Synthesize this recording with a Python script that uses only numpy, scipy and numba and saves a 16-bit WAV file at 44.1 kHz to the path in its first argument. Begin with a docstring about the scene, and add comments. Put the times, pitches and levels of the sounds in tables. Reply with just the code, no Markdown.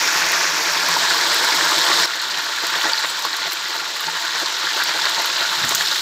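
"""Mint leaves fry in hot oil in a deep aluminium pot, heard from just above the rim.
The oil first foams, and the foam thickens: swarms of decaying sines make gurgle, simmer, fizz and crackle.
At 2.06 s the sound cuts to a later moment, a quieter, more uneven sputter of wilted leaves; 1 s on, bangles tinkle.
At 5.56 s a ladle brings paste: soft thuds, a short drag rumble, crackling turned leaves.
Noise-burst spits, ringing blisters and a faint burner rumble run throughout."""
import sys
import numpy as np
from scipy import signal
from scipy.fft import rfft, irfft
from scipy.io import wavfile
from numba import njit

SR = 44100
rng = np.random.default_rng(int(sys.argv[2]) if len(sys.argv) > 2 else 0)


def waveform_to_disk(signal):
    """Save audio, clipped to [-1, 1], as 16-bit WAV at the path in sys.argv[1]."""
    frames = np.transpose(np.atleast_2d(signal))
    scaled = np.clip(frames, -1, 1) * 32767
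    samples = np.round(scaled).astype(np.int16)
    wavfile.write(sys.argv[1], SR, samples)


N = 265041
T = np.arange(N) / SR

# Colour of the boil in fresh foam, thick foam and wilted leaves. Each row: frequency in Hz, gain in dB.
FRESH_FOAM_COLOUR = [(440, -51), (750, -10), (900, -6), (1050, -2.5), (1300, -4), (1600, 0.5), (2540, -4),
                     (2950, -11), (3500, -9.5), (5500, -7), (6700, -10), (8500, -23), (9500, -18),
                     (12400, -54)]
THICK_FOAM_COLOUR = [(440, -38), (750, -10), (900, -2.5), (1020, 0.5), (1250, -3), (1600, 1.5),
                     (2040, -2.5), (2710, -7), (3930, 1.5), (5400, -2.5), (6080, -7.5), (7360, -8),
                     (9500, -14.5), (12400, -44)]
WILTED_LEAF_COLOUR = [(440, -48), (750, -14), (900, -6.5), (1100, -4.5), (1240, -6.5), (1450, -1.5),
                      (1830, -3.5), (2200, -7.5), (2700, -9.5), (4050, -2.5), (6000, -12.5), (7300, -13.5),
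                      (9500, -24), (12400, -47)]
# Colour of big bubbles, finest crackle and a spitting drop. Each row: frequency in Hz, gain in dB.
GURGLE_COLOUR = [(30, -44), (100, -25), (165, -16), (230, -14.5), (320, -2.5), (450, -4), (620, -2.5),
                 (780, -3), (1100, 2), (3000, -68)]
CRACKLE_COLOUR = [(3000, -12.5), (7000, 9.5), (8500, -11.5), (10000, -5.5), (12500, -0.5), (14000, -3.5),
                  (15500, -2)]
SPIT_COLOUR = [(150, -47), (600, -15), (1500, -22), (4000, -6), (7000, 0), (9500, -11), (12500, -3),
               (15500, -5.5)]
# Resonances of the pot and its air. Each row: frequency in Hz, width in Hz, gain in dB.
POT_MODES = [(167, 10, 14), (334, 30, -1), (396, 12, -1), (464, 14, -1), (520, 12, -4), (589, 13, 4),
             (677, 14, 7), (893, 36, 1), (1132, 30, -9), (1399, 20, -2), (1700, 30, -11), (1872, 30, -11),
             (5550, 60, -5)]
# Spitting drops. 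Each row: start in seconds, treble peak in dB before gain and pot.
SPITS = [(0.026, -19.5), (0.1795, -20), (0.319, -13.5), (0.887, -12), (1.3453, -11), (1.4471, -15),
         (2.6686, -15), (2.8316, -21), (3.193, -18.5), (3.253, -20.5), (3.3686, -15), (3.5216, -16),
         (3.532, -14), (3.7653, -20.5), (4.0066, -15), (4.4007, -21), (4.837, -12.5), (5.0962, -17),
         (5.198, -22), (5.218, -22), (5.2586, -14), (5.6501, -15), (5.692, -11), (5.7104, -17),
         (5.7494, -9.5), (5.7544, -8)]
# Large blisters. Each row: start in seconds, peak in dB before gain, echoes and pot, pitch in Hz,
# cycles of ring to 1/e.
BLISTERS = [(0.965, -10, 954, 5.8), (1.9164, -5.5, 1953, 2.67), (1.9385, -3.5, 3994, 2.5),
            (2.838, -15, 1150, 1.9), (2.856, -13.5, 896, 2.05), (2.9338, -1, 4600, 6.5),
            (2.9793, -3, 4005, 1.12), (2.9824, -7.5, 4186, 12), (3.045, -15.5, 1061, 3.2),
            (3.057, -12, 3660, 6), (3.25, -11.5, 1093, 3.54), (3.331, -6.5, 4136, 4.9),
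            (4.078, -18, 894.5, 6.4), (4.801, -9, 1589, 3.9), (4.821, -5, 1497, 1.57),
            (5.055, -2, 4320, 3.8), (5.18, -14, 911, 1.6), (5.409, -4, 3983, 2), (5.452, -10, 1512, 3.9),
            (5.641, -6, 1780, 2), (5.72, -12, 1080, 3), (5.757, -11, 1460, 2.7), (5.809, -7.5, 1698, 2.8),
            (5.8729, -4, 3700, 2.1), (5.8835, -6, 5210, 2.5)]
# Knocks of ladle and paste on the pot. Each row: start in seconds, level in dB before the soft onset, pitch in Hz.
KNOCKS = [(5.585, -47, 142), (5.629, -33, 130.8), (5.641, -30.5, 234.3), (5.74, -36, 160)]
# Steam spurts from under the leaves. Each row: time of crest in seconds, strength in dB,
# depth from 0 (simmers) to 1 (gurgles).
STEAM_SPURTS = [(.748, 3.5, 0), (1.11, 3.5, .2), (1.43, 3.5, 0.9), (2.335, 13, .65), (2.385, 9, 0.45),
                (2.64, 11, .7), (2.735, 5, .3), (2.762, 8, .5), (2.848, 14, .8), (2.888, 7, .75),
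                (3.043, 11, .65), (3.19, 7.5, .5), (3.253, 7, 1), (3.345, 5, 0.18), (3.471, 6.5, 1),
                (3.75, 9, 0.67), (4.078, 10.5, .95), (4.152, 8, 0.59), (4.355, 5, .3), (4.42, 14, 0.78),
                (4.762, 6, .8), (4.81, 4, .2), (4.888, 8, 0.71), (4.955, 9, 0.64), (5.058, 12, 0.53),
                (5.186, 11, .8), (5.412, 10, 0.84), (5.641, 12, 0.51), (5.718, 12, .75)]
# Bangle partials. Each row: frequency in Hz before stretch, level in dB before touch and gain.
BANGLE_MODES = [(7300, -30), (8156, -50), (8592, -40), (10471, -43), (12882, -52), (13830, -43),
                (15256, -51)]
# Bangle touches. Each row: start in seconds, strength in dB before gain.
BANGLE_TOUCHES = [(3.063, 6.4), (3.072, 3), (3.084, 3), (3.097, 10.6), (3.106, 2.42)]
# Vigour of the boil, foaming and wilted. Each row: time in seconds, vigour in dB.
FOAMING_VIGOUR = [(0, 1), (.6, -1.22), (1.0, 0), (2.0, 1.5)]
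WILTED_VIGOUR = [(2.07, -1.27), (2.55, -.7), (2.82, 2), (3.15, -1.5), (3.9, -2), (4.5, -0.03), (4.85, 1.5),
                 (5.7, 2), (6.0, 1.56)]
# Bubble sizes: gurgle, simmer, fizz, crackle. Each row: base level in foam in dB, base level among wilted
# leaves in dB, dB per dB of vigour, change in thick foam in dB, change when stirred in dB.
BUBBLE_SIZES = [(-32, -40.5, 1.01, 1, -0.5), (-21.5, -26.5, 1.03, 0.03, -3), (-20.5, -25, 1, 1.5, 0),
                (-33.5, -39, 1.05, -0.3, 3.5)]

CUT_S, THICKENS_S = 2.06, (0.49, 1.06)
SIMMER_BAND_HZ, FIZZ_BAND_HZ = (750, 2800), (2800, 8500)
SPURT_RISE_S, SPURT_FALL_S = .0085, .0145
SPURT_FIZZ_SHARE = .06  # part of a spurt's dB that reaches fizz and crackle
CROWD_SHARE = .25  # part of a rise in level made by more bubbles, the rest by louder ones
LADLE_S, STIR_S = 5.56, 0.28
DRAG_DB, DRAG_ATTACK_S, DRAG_FADE_DB_PER_S = -42.5, 0.064, 62
KNOCK_T60_S = .2
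TOP_HZ = 15500


def boil(foam_sputter_db=0.41, wilted_sputter_db=0.9347, stirred_sputter_db=0.38, gain_db=-1.0, heave_db=0.56):
    """Four bubble sizes share a quick sputter, more uneven once wilted and stirred; the two bigger heave."""
    gurgle_db, simmer_db, fizz_db, crackle_db = boil_levels() + gain_db
    sputter_db = by_stage(foam_sputter_db, wilted_sputter_db) + stirred_sputter_db * stirring()
    shared_db = sputter_db * walk(130)
    simmer_activity_db = shared_db + 1.1 * sputter_db * walk(150)
    fizz_activity_db = .55 * shared_db + .6 * sputter_db * walk(140)

    gurgle = swarm(gurgle_db, 124, 882, per_s=1100, cycles=1.37, spread_db=2.5, activity_db=1.2 * shared_db)
    simmer = swarm(simmer_db, 766, 2634, per_s=3800, cycles=2.23, spread_db=4, activity_db=simmer_activity_db)
    fizz = swarm(fizz_db, 2670, 8380, per_s=8500, cycles=2.37, spread_db=3.5, activity_db=fizz_activity_db)
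    crackle = swarm(crackle_db, 7840, 16700, per_s=5900, cycles=2.4, spread_db=4.5, activity_db=.7 * shared_db)

    swell_db = heave_db * walk(60)
    return (undb(gurgle_db + swell_db) * unit(colour(pot(gurgle), GURGLE_COLOUR))
            + undb(simmer_db + swell_db) * through_foam(pot(simmer), *SIMMER_BAND_HZ)
            + undb(fizz_db) * through_foam(pot(fizz), *FIZZ_BAND_HZ)
            + undb(crackle_db) * unit(colour(pot(crackle), CRACKLE_COLOUR)))


def boil_levels():
    """Levels in dB of the four bubble sizes: vigour drives all; foam, stirring and spurts shift the balance."""
    vigour_db, stirred = vigour(), stirring()
    thick = np.interp(T, THICKENS_S, (0, 1))
    levels_db = [by_stage(foam_db, wilted_db) + follow * vigour_db + thick * thick_db + stirred * stir_db
                 for foam_db, wilted_db, follow, thick_db, stir_db in BUBBLE_SIZES]
    return spurts() + np.array(levels_db)


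def vigour():
    """How hard the oil boils, in dB."""
    foaming_db = np.interp(T, *np.transpose(FOAMING_VIGOUR))
    wilted_db = np.interp(T, *np.transpose(WILTED_VIGOUR))
    return by_stage(foaming_db, wilted_db)


def spurts():
    """Rise in dB of the four bubble sizes: each steam spurt swells quickly and dies away."""
    rise_db = np.zeros((4, N))
    for s, db, depth in STEAM_SPURTS:
        near = slice(*np.searchsorted(T, (s - 4 * SPURT_RISE_S, s + 4 * SPURT_FALL_S)))
        age = T[near] - s
        width_s = np.where(age < 0, SPURT_RISE_S, SPURT_FALL_S)
        swell = np.exp(-.5 * (age / width_s) ** 2)
        shares = (depth, 1 - depth, SPURT_FIZZ_SHARE, SPURT_FIZZ_SHARE)
        rise_db[:, near] += np.outer(shares, db * swell)
    return rise_db


def stirring():
    """How far the ladle has turned the leaves over, 0-1."""
    return np.clip((T - LADLE_S) / STIR_S, 0, 1)


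def by_stage(foaming, wilted):
    """The sound cuts from foaming oil to a later moment with wilted leaves."""
    return np.where(T < CUT_S, foaming, wilted)


def swarm(level_db, lo_hz, hi_hz, per_s, cycles, spread_db, activity_db):
    """Bubbles with level_db's rise levelled out: crowded where the boil is loud, sparse where quiet."""
    crowd_db = CROWD_SHARE * level_db
    crowded = bubbles(lo_hz, hi_hz, per_s, cycles, spread_db, activity_db + crowd_db)
    return unit(crowded / undb(crowd_db))


def bubbles(lo_hz, hi_hz, per_s, cycles, spread_db, activity_db, echo_db=-8, echo_s=.006, count=3):
    """A swarm of bubbles, many weak and few strong, that come thicker when the boil is active."""
    when, pitch, life, strength, sign = rng.random((int(per_s * N / SR), 5)).T
    births = np.cumsum(undb(2 * activity_db))  # birth rate follows power
    starts = np.searchsorted(births, when * births[-1])
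    size = undb(-spread_db * np.log(strength + .004)) * np.sign(sign - .5)
    hz = lo_hz + (hi_hz - lo_hz) * pitch
    lengths = cycles * (.5 + life)
    out = ring(starts, hz, lengths, size)
    # each bubble has its own paths off the pot's wall
    for _ in range(count):
        delay_s = 0.000999 + echo_s * rng.exponential(size=len(starts))
        lags = (SR * delay_s).astype(np.int64)
        out += ring(starts + lags, hz, lengths, size * undb(echo_db))
    return unit(out)


@njit
def ring(starts, hz, cycles, size):
    """Each bubble is a sine that dies by 1/e in the given number of cycles; size sets its energy."""
    out = np.zeros(N)
    for k in range(len(starts)):
        life = cycles[k] * SR / hz[k]  # samples
        pole = np.exp(2j * np.pi * hz[k] / SR - 1 / life)
        z = size[k] / np.sqrt(life) + 0j
        for i in range(starts[k], min(N, starts[k] + int(6 * life))):
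            out[i] += z.imag
            z *= pole
    return out


def through_foam(x, lo_hz, hi_hz):
    """The cover of foam and leaves colours the bubbles under it; each colour has rms 1 in the given band."""
    covers = (FRESH_FOAM_COLOUR, THICK_FOAM_COLOUR, WILTED_LEAF_COLOUR)
    coloured = [colour(x, points) for points in covers]
    fresh, thick, wilted = [v / np.std(band(v, lo_hz, hi_hz)) for v in coloured]
    share = np.interp(T, THICKENS_S, (0, 1))
    return by_stage((1 - share) * fresh + share * thick, wilted)


def spits(gain_db=-0.5, stray_db=-24.5, stray_spread_db=1.5, count=44):
    """A drop of water flashes to steam with a sharp, bright crack; fainter ones go off at random."""
    out, t = np.zeros(N), T[:1024]
    fade = undb(-60 * t / .003)
    strays = [(rng.random() * T[-1], stray_db + stray_spread_db * rng.standard_normal()) for _ in range(count)]
    for s, db in list(SPITS) + strays:
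        crack = colour(rng.standard_normal(len(t)) * fade, SPIT_COLOUR)
        crack = crack / np.abs(band(crack, 9000, TOP_HZ)).max()
        add(out, s, walls(undb(db + gain_db) * crack, echo_db=-6.5, t60_s=0.027))
    return pot(out)


def pops(opening_cycles=0.65, gain_db=-3.5):
    """A large blister opens and rings for a few cycles."""
    out, t = np.zeros(N), T[:2048]
    for s, db, hz, cycles in BLISTERS:
        turns = hz * t
        opening = 1 - np.exp(-turns / opening_cycles)
        ping = np.sin(2 * np.pi * turns) * np.exp(-turns / cycles) * opening
        add(out, s, walls(undb(db + gain_db) * ping / np.abs(ping).max(), echo_db=-17, t60_s=0.05))
    return pot(out)


def ladle(contact_s=0.0057):
    """Cushioned by paste and leaves, the ladle only thuds and rumbles on the pot's base."""
    age = T - LADLE_S
    fade_db = DRAG_FADE_DB_PER_S * np.maximum(age - DRAG_ATTACK_S, 0)
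    drag = np.clip(age / DRAG_ATTACK_S, 0, 1) * undb(DRAG_DB - fade_db)
    out = drag * unit(band(rng.standard_normal(N), 70, 220))
    t = T[:SR // 2]
    onset = 1 - np.exp(-t / contact_s)
    for s, db, hz in KNOCKS:
        add(out, s, np.sin(2 * np.pi * hz * t) * undb(db - 60 * t / KNOCK_T60_S) * onset)
    return out


def turned_leaves(crackle_db=-33, onset_s=0.1):
    """Wet leaves that the ladle turns onto the hot metal crackle sharply."""
    snaps = bubbles(3900, 8300, per_s=600, cycles=2.0, spread_db=4.2, activity_db=2 * walk(40))
    onset = np.clip((T - LADLE_S) / onset_s, 0, 1)
    return undb(crackle_db) * onset * unit(band(pot(snaps), 1500, 9400))


def bangles(gain_db=-3):
    """Thin rings of slightly different sizes touch on the cook's wrist and ring briefly."""
    out, t = np.zeros(N), T[:SR // 5]
    fade = undb(-60 * t / .06)
    for s, touch_db in BANGLE_TOUCHES:
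        stretch = 1 + .04 * rng.standard_normal()
        partials = sum(undb(db) * np.sin(2 * np.pi * (stretch * hz * t + rng.random()))
                       for hz, db in BANGLE_MODES)
        add(out, s, undb(touch_db + gain_db) * partials * fade)
    return out


def burner(rumble_db=-73):
    """The gas flame rumbles faintly under the pot, wandering about 1 dB around its level."""
    return undb(rumble_db + walk(6)) * unit(band(rng.standard_normal(N), 55, 125))


def walls(sound, echo_db, t60_s):
    """Quick, dense echoes inside the pot, different for every spot."""
    t = T[:SR // 10]
    tail = rng.standard_normal(len(t)) * undb(-60 * t / t60_s) * (t > .001)
    response = undb(echo_db) * tail / np.linalg.norm(tail)
    response[0] = 1  # direct sound
    return signal.fftconvolve(sound, response)


def pot(x, kitchen_db=-16, kitchen_t60_s=0.2):
    """Direct sound, the resonances of the pot and its air, and a faint echo of the tiled kitchen."""
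    t = T[:SR // 3]
    response = sum(undb(db) * 2 * np.pi * width / SR * np.exp(-np.pi * width * t) * np.cos(2 * np.pi * hz * t)
                   for hz, width, db in POT_MODES)
    response[0] += 1  # direct sound
    tail = rng.standard_normal(len(t)) * undb(-60 * t / kitchen_t60_s) * (t > .004)
    echo = undb(kitchen_db) * tail / np.linalg.norm(tail)
    return signal.fftconvolve(x, response + echo)[:N]


def undb(db):
    """Decibels to gain."""
    return 10 ** (np.asarray(db) / 20)


def band(x, lo_hz, hi_hz):
    """The part of x between two frequencies."""
    return signal.sosfilt(signal.butter(4, [lo_hz, hi_hz], "band", fs=SR, output="sos"), x)


def unit(x):
    """Scale to rms 1."""
    return x / np.std(x)


def colour(x, points):
    """Causal filter through (Hz, dB) points, built from the cepstrum of its gain."""
    size = 4096
    hz, db = np.transpose(points)
    bins_hz = np.arange(size // 2 + 1) * SR / size
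    gain = undb(np.interp(np.log(bins_hz + 1), np.log(hz), db))
    cepstrum = irfft(np.log(gain))[:size // 2]
    cepstrum[1:] *= 2  # fold to minimum phase
    response = irfft(np.exp(rfft(cepstrum, size)))
    return signal.fftconvolve(x, response)[:len(x)]


def walk(rate_per_s):
    """Random line with a new knot rate_per_s times a second; standard deviation 1."""
    knots_s = np.arange(0, T[-1] + 1, 1 / rate_per_s)
    return unit(np.interp(T, knots_s, rng.standard_normal(len(knots_s))))


def add(out, s, sound):
    """Mix a short sound in at time s."""
    start = int(np.clip(s * SR, 0, N - 1))
    out[start:start + len(sound)] += sound[:N - start]


def scene():
    """All sources sum to one channel above the pot."""
    return (boil() + spits() + pops() + ladle() + turned_leaves() + bangles() + burner())[None]


def record(dry):
    """A steep low-pass cuts the top of the treble."""
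    return signal.sosfilt(signal.ellip(10, .2, 80, TOP_HZ, fs=SR, output="sos"), dry)


dry = scene()
out = record(dry)
waveform_to_disk(out)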